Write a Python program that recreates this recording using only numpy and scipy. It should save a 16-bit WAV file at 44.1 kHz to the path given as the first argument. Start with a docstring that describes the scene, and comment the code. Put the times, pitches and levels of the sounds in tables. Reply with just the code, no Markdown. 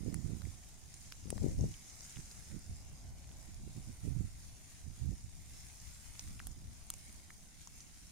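"""A flickering hiss over a soft roar, with sharp pops and low gusty thumps: grass and scrub burn some way
off on an open, windy hillside. Countless tiny bursts superpose into the hiss, air drawn over the slope
makes the roar, and now and then steam splits a stem, which rings for an instant. Eddies press on the
two microphone ports, so the wind rumbles and slaps differently on the left and on the right."""
import sys
import numpy as np
from scipy import signal
from scipy.fft import rfft, irfft, next_fast_len
from scipy.io import wavfile
from scipy.ndimage import uniform_filter1d, map_coordinates

SR = 44100
rng = np.random.default_rng(int(sys.argv[2]) if len(sys.argv) > 2 else 0)


def wav_record(signal):
    """Record a signal, one row per channel, as 16-bit PCM in the file named by sys.argv[1]."""
    frames = np.transpose(np.atleast_2d(signal))
    bounded = np.clip(frames, -1, 1)
    # unit amplitude maps onto the largest positive 16-bit level
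    quanta = np.round(bounded * 32767).astype(np.int16)
    wavfile.write(sys.argv[1], SR, quanta)


N = 357651

# Levels are relative; port 0 is left, port 1 right.
# bushes flaring: middle t/s, half-power length/s, level/dB re the steady burn, extra sap sizzle/dB
BUSH_FLARES = [(0.255, 0.77, -1.5, 1), (1.02, 0.27, -2, 3.5), (1.536, 0.41, 2.5, 2.5), (2.144, .55, 4, 2.5),
               (4.06, 0.37, 2.5, -3.5), (4.675, 0.34, -1.5, 0), (5.716, 0.58, 4, -1),
               (6.183, 0.31, 6.5, -7), (7.03, 0.16, 4, -8), (7.765, 0.57, 0.5, -3)]
# spectra of the sizzle, fine hiss, lower crackle and soft roar, with the recorder's rippled colouring:
# f/Hz, level/dB
SIZZLE_SPECTRUM = [(2500, -18.5), (4300, -16.5), (5100, -5), (5600, -6), (6400, -1), (7200, -2.5),
                   (8000, -8.5), (11000, -25), (15800, -43)]
HISS_SPECTRUM = [(3000, -17), (5000, -6.5), (7900, -3.5), (9200, 4), (10400, -2.5), (11500, -7.5),
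                 (13900, -8), (15800, -17)]
CRACKLE_SPECTRUM = [(500, -22.5), (900, -4.5), (1250, -5.5), (1650, -3.5), (2150, 1), (2600, -3),
                    (3100, -5.5), (4000, -3.5), (5300, -8), (9000, -12), (16000, -46)]
ROAR_SPECTRUM = [(200, 1), (400, -8.5), (520, -10), (720, -4.5), (900, -11), (1200, -18.5), (2000, -24),
                 (5000, -61)]
# air drawn over the slope: t/s, level/dB
DRAUGHT_LEVELS = [(0, -68), (1, -72.5), (2.3, -71), (2.9, -68.5), (3.4, -67), (3.9, -70), (4.5, -71.5),
                  (5.5, -73), (7, -71.5), (8.1, -76)]
# light air between gusts: t/s, left level/dB, right level/dB
BREEZE_LEVELS = [(0, -63, -65), (1.0, -59, -55), (2.05, -61, -61.5), (3.1, -53.5, -53.5),
                 (4.35, -55.5, -51), (4.7, -57, -62.5), (5.3, -52.5, -55.5), (6.1, -56.5, -62),
                 (6.75, -58, -58), (8.1, -62, -60.5)]
# gusts: middle t/s, half-power length/s, eddy level/dB, swirl level/dB re the eddies, port
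PORT_GUSTS = [(0.082, 0.14, -39.5, 0.5, 1), (0.267, .14, -39.5, -2.5, 1), (0.46, 0.1, -42.5, -8.5, 1),
              (1.312, 0.11, -46, -4.5, 0), (1.44, 0.12, -38, -1, 0), (1.44, 0.082, -41, -15, 1),
              (1.605, 0.14, -36.5, -9, 1), (1.629, 0.079, -33.5, -5.5, 0), (2.182, 0.027, -43.5, -3, 1),
              (2.396, 0.03, -49.5, -22, 0), (2.544, 0.057, -38.5, -3.5, 1), (2.713, 0.074, -44, -11.5, 1),
              (2.722, 0.038, -48, -15, 0), (2.937, 0.028, -41.5, -16, 1), (3.069, 0.056, -46.5, -14, 1),
              (3.485, 0.016, -48, 3, 1), (3.647, 0.086, -48, -2, 1), (3.788, 0.043, -41, -5, 1),
              (3.888, 0.05, -43.5, -9, 1), (4.082, 0.066, -37, -4, 1), (4.189, .1, -36, -8, 1),
              (4.892, 0.065, -43, -10.5, 1), (5.028, .06, -40, -6.5, 1), (5.098, 0.064, -35, -11.5, 1),
              (5.248, 0.033, -44, -25, 1), (6.291, 0.067, -47.5, -5, 1), (6.32, 0.099, -49, -11.5, 0),
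              (6.524, 0.25, -51.5, -6.5, 1), (6.673, 0.11, -48, -16, 0)]
# spectra of wind pressure on a port, from slow to fast motion: f/Hz, level/dB
BREEZE_SPECTRUM = [(10, -1.5), (25, -1.5), (50, 2), (80, -1.5), (125, -7.5), (180, -16.5), (300, -32.5),
                   (600, -70), (2000, -100)]
EDDY_SPECTRUM = [(10, -19), (25, -9.5), (50, 0), (80, 1.5), (115, 0), (170, -10.5), (300, -34.5),
                 (600, -64), (2000, -100)]
SWIRL_SPECTRUM = [(40, -26), (100, -3.5), (150, 3.5), (220, 0), (320, -8.5), (450, -22), (700, -46),
                  (1500, -54)]
FLUTTER_SPECTRUM = [(80, -43), (200, -5), (330, 5), (550, -2), (750, -10), (1000, -20), (1500, -49)]
# the hardest vortices: t/s, level/dB, duration/s, port
VORTEX_SLAPS = [(0.063, -32, 0.0026, 1), (.083, -29, .0023, 1), (.472, -40.5, .0022, 1),
                (1.257, -37, .0026, 0), (1.328, -25.5, 0.0015, 0), (1.444, -23, 0.0025, 0),
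                (1.465, -25, 0.0022, 0), (1.641, -26.5, 0.0017, 0), (3.677, -37.5, .0025, 1),
                (4.078, -30, 0.0026, 1), (4.171, -29.5, 0.0046, 1), (4.209, -28, 0.0032, 1),
                (5.095, -27, .005, 1)]
# bursting stems: t/s, level/dB, ring f/Hz, decay time/cycles, snap level/dB re the ring
STEM_BURSTS = [(0.1432, -24.5, 9000, .8, -12), (.4190, -41, 1980, 0.3, 4), (.4530, -46.5, 2200, 1.5, -8),
               (.9410, -31.5, 7200, 1.1, -16), (1.1222, -36.5, 5150, 2.1, 4), (1.123, -37, 2740, 1.1, -8),
               (1.3040, -20.5, 9400, 0.82, -12.5), (1.3795, -32, 1800, 0.1, -3),
               (1.6095, -35.5, 6270, 2.9, -25), (1.7415, -43, 3000, 1.3, -12), (2.0080, -35, 6000, 1, -18),
               (2.0962, -37, 6800, 1.5, -29), (2.16, -42, 3000, 1, -1), (2.17, -42, 2800, .6, -3),
               (2.313, -36, 5340, 1.2, -11), (3.3150, -49, 3180, 0.6, -10),
               (6.1943, -27.5, 5840, 1.3, -6.5), (6.3948, -40.5, 3070, 0.61, 0),
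               (6.4009, -34, 1620, 1.3, -3), (6.4700, -23.5, 10100, 1.7, -9),
               (6.9024, -18.5, 9300, .8, -11), (6.939, -29, 7430, 1.5, -7), (7.3042, -40, 2070, 2.1, 4),
               (7.6724, -42, 1020, 1.3, -12), (7.6738, -34, 6500, 1.5, -15), (7.805, -38, 6060, 1.5, -22)]
# peaks and dips of the left port, then the right: f/Hz, width/Hz, gain/dB
PORT_RESONANCES = [
    [(7030, 1050, 3), (9200, 1260, -4), (13000, 2000, -2)],
    [(5100, 4500, 2), (7000, 910, -5), (9200, 2100, 1)],
]


def amp(db):
    """Amplitude ratio for a level in decibels."""
    return 10 ** (np.asarray(db) / 20)


def unit(x):
    """The signal scaled to rms 1."""
    return x / np.sqrt(np.mean(x ** 2) + 1e-20)


def curves(rows):
    """Linear interpolation of each column after the time, one value per sample."""
    times, *columns = np.transpose(rows)
    return [np.interp(np.arange(N) / SR, times, column) for column in columns]


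def wobble(rate):
    """Smooth random modulation: a spline with `rate` knots a second."""
    return map_coordinates(rng.standard_normal(int(N * rate / SR) + 4), [np.arange(N) * rate / SR])


def swell(middle_s, length_s, edge):
    """A power envelope of peak 1 and half-power width length_s; edge 2 is Gaussian, more is steeper."""
    return .5 ** np.abs(2 * (np.arange(N) / SR - middle_s) / length_s) ** edge


def filtered(x, response):
    """Linear filtering: the spectrum is multiplied by a frequency response."""
    size = next_fast_len(N + 8192)
    return irfft(rfft(x, size) * response(np.fft.rfftfreq(size, 1 / SR)), size)[..., :N]


def coloured(x, spectrum):
    """Spectral shaping through (f/Hz, level/dB) points, at rms 1."""
    f, db = np.transpose(spectrum)
    return unit(filtered(x, lambda hz: amp(np.interp(np.log(hz + 1), np.log(f), db))))


def noise(shared):
    """Partially coherent stereo white noise: a fraction of the power is common to both sides."""
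    return np.sqrt(shared) * rng.standard_normal(N) + np.sqrt(1 - shared) * rng.standard_normal((2, N))


def crackles(per_s, spread_db, life_s, shared):
    """Shot noise: tiny bursts, most of them faint, decay exponentially and add in power."""
    count = int(per_s * N / SR)
    when, rank = rng.random((count, 2)).T
    size = amp(spread_db * np.minimum(-np.log(1 - rank), np.log(500)))
    onsets = np.bincount((when * N).astype(int), size ** 2, N)
    t = np.arange(SR // 50) / SR
    power = signal.fftconvolve(onsets, np.exp(-2 * t / life_s))[:N]
    return unit(np.sqrt(np.abs(power)) * noise(shared))


def flares():
    """Incoherent sources add in power: the rise in dB of sizzle, hiss and crackle as bushes catch."""
    flames, sap = 0, 0
    for s, length, db, sap_db in BUSH_FLARES:
        flare = amp(db) ** 2 * swell(s, length, edge=1.52)
        flames += flare
        sap += amp(sap_db) ** 2 * flare
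    crackle = amp(-2.5) ** 2 * flames  # the low crackle grows less than the hiss
    return 10 * np.log10(1 + np.array([sap, flames, crackle]))


def shimmer(x, depth_db):
    """Random amplitude modulation: narrow bands swell and fade for moments."""
    spectra = signal.stft(x, nperseg=1024)[2]
    field = uniform_filter1d(rng.standard_normal(spectra.shape[1:]), size=5, axis=0)
    field = uniform_filter1d(field, size=9, axis=1)
    return signal.istft(spectra * amp(depth_db * unit(field)), nperseg=1024)[1][:, :N]


def fire(sizzle_db, hiss_db, crackle_db):
    """Superposition of countless bursts: sap sizzles, fine grass hisses, thicker scrub crackles lower."""
    sizzle_rise, hiss_rise, crackle_rise = flares()
    twigs = amp(-11.5) * crackles(per_s=150, spread_db=2.5, life_s=0.001, shared=0.32)
    sap = noise(0.014) + amp(-1) * crackles(per_s=1500, spread_db=3, life_s=0.00095, shared=0.015)
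    grass = noise(0.02) + amp(-4.5) * crackles(per_s=1400, spread_db=4, life_s=0.00094, shared=0.03)
    scrub = noise(0.14) + amp(-1.5) * crackles(per_s=500, spread_db=2.5, life_s=0.0031, shared=0.15)
    flicker_db = 0.59 * wobble(16) + 0.68 * wobble(7)  # the flames flicker in all three layers at once
    sizzle = amp(sizzle_db + sizzle_rise + flicker_db) * coloured(sap + twigs, SIZZLE_SPECTRUM)
    sizzle *= amp(0.83 * wobble(40))
    hiss = amp(hiss_db + hiss_rise + flicker_db) * coloured(grass + twigs, HISS_SPECTRUM)
    crackle = amp(crackle_db + crackle_rise + flicker_db) * coloured(scrub + twigs / 2, CRACKLE_SPECTRUM)
    return shimmer(sizzle + hiss + crackle, depth_db=1.9)


def draught(gain_db):
    """Flow noise: air drawn over the slope roars softly, nearly alike on both sides."""
    level_db, = curves(DRAUGHT_LEVELS)
    return amp(level_db + gain_db + wobble(7.8)) * coloured(noise(0.86), ROAR_SPECTRUM)


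def gust_levels(port):
    """Power addition of gusts and light air: levels in dB of slow eddies and fast swirls on one port."""
    slow = amp(curves(BREEZE_LEVELS)[port]) ** 2
    fast = amp(-67.5) ** 2  # faint swirls never stop
    for s, length, db, swirl_db, side in PORT_GUSTS:
        if side == port:
            gust = amp(db) ** 2 * swell(s, length, edge=2.44)
            slow += gust
            fast += amp(swirl_db) ** 2 * gust
    return 10 * np.log10([slow, fast])


def vortices(per_s, spectrum):
    """Irregular vortex shedding: pressure pulses of random sign, size and spacing, at rms 1."""
    count = int(per_s * N / SR)
    when, size, sign = rng.random((count, 3)).T
    at = ((np.arange(count) + when) * (N - 1) / count).astype(int)
    pulses = np.bincount(at, (0.22 + size ** 2) * np.sign(sign - .5), N)
    return coloured(pulses, spectrum)


def wind(port, eddies_db, swirl_db, flutter_db, flutter_growth):
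    """Turbulent pressure: a breeze rumbles, gusts shed eddies and swirls, the hardest ones flutter."""
    slow_db, fast_db = gust_levels(port)
    shed_share = 1 / (1 + amp(-2 * (slow_db + 46.5)))  # fraction of the slow power in distinct eddies
    breeze = unit(coloured(rng.standard_normal(N), BREEZE_SPECTRUM) * amp(2.2 * wobble(16)))
    eddies = np.sqrt(1 - shed_share) * breeze + np.sqrt(shed_share) * vortices(70, EDDY_SPECTRUM)
    puffs = wobble(40)
    swirls = unit(vortices(170, SWIRL_SPECTRUM) * amp(2.03 * puffs))
    flutter = unit(vortices(300, FLUTTER_SPECTRUM) * amp(5.7 * puffs))
    breakup = amp(flutter_db + flutter_growth * np.minimum(fast_db + 42.5, 0))
    return amp(slow_db + eddies_db) * eddies + amp(fast_db + swirl_db) * (swirls + breakup * flutter)


def vortex_slaps(gain_db):
    """A tight vortex crossing a port makes a bipolar pressure pulse: suction, then a push."""
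    out = np.zeros((2, N + SR))
    t = np.arange(-SR // 50, SR // 50) / SR
    for s, db, duration, port in VORTEX_SLAPS:
        u = np.pi * t / duration
        pulse = u * np.exp((1 - u ** 2) / 2)
        out[port, round(s * SR) - len(t) // 2:][:len(t)] += amp(db + gain_db) * pulse
    return out[:, :N]


def stem_pops(kick_s, tear_s, scatter_db, scatter_s, gain_db):
    """Damped vibration: steam splits a stem, which kicks, tears and rings; brush scatters the sound."""
    out = np.zeros((2, N + SR))
    t = np.arange(SR // 40) / SR
    for s, db, hz, decay_cycles, snap_db in STEM_BURSTS:
        cycles = hz * t
        ring = np.sin(2 * np.pi * cycles) * np.exp(-cycles / decay_cycles) * (1 - np.exp(-cycles))
        kick = (1 - t / kick_s) * np.exp(-t / kick_s)
        tear = rng.standard_normal(len(t)) * np.exp(-t / tear_s)
        pole = np.exp(-4 * np.pi * hz / SR)  # a thicker stem rings lower and breaks less sharply
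        snap = signal.lfilter([1 - pole], [1, -pole], amp(snap_db) * (kick + tear))
        burst = ring / np.abs(ring).max() + snap
        paths = rng.standard_normal((2, len(t))) * np.exp(-t / scatter_s)
        paths *= amp(scatter_db) / np.linalg.norm(paths, axis=1, keepdims=True)
        paths[:, 0] += 1  # the direct path
        for side, lag in enumerate(rng.integers(0, 3, size=2)):
            arrival = np.convolve(burst, paths[side])[:len(t)]
            out[side, round(s * SR) + lag:][:len(t)] += amp(db + gain_db) * arrival
    return out[:, :N]


def scene():
    """Superposition in a free field: fire ahead, unrelated eddies on each port, no echo off the slope."""
    pops = stem_pops(kick_s=0.000094, tear_s=0.00053, scatter_db=-0.5, scatter_s=0.0021, gain_db=-4.5)
    burn = fire(sizzle_db=-66, hiss_db=-66.5, crackle_db=-69.5) + draught(gain_db=1.9)
    left = wind(port=0, eddies_db=2.5, swirl_db=1, flutter_db=-7, flutter_growth=0.64)
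    right = wind(port=1, eddies_db=1.5, swirl_db=-0.5, flutter_db=-18, flutter_growth=0.43)
    return burn + np.array([left, right]) + vortex_slaps(gain_db=-0.5) + pops


def record(dry):
    """Resonance colours the treble of each port in its own way; nothing passes above the band limit."""
    def response(hz, top_hz=15830):
        colour_db = [sum(db / (1 + (2 * (hz - centre) / width) ** 2) for centre, width, db in port)
                     for port in PORT_RESONANCES]
        return amp(colour_db) * (hz < top_hz)
    return filtered(dry, response)


dry = scene()
out = record(dry)
wav_record(out)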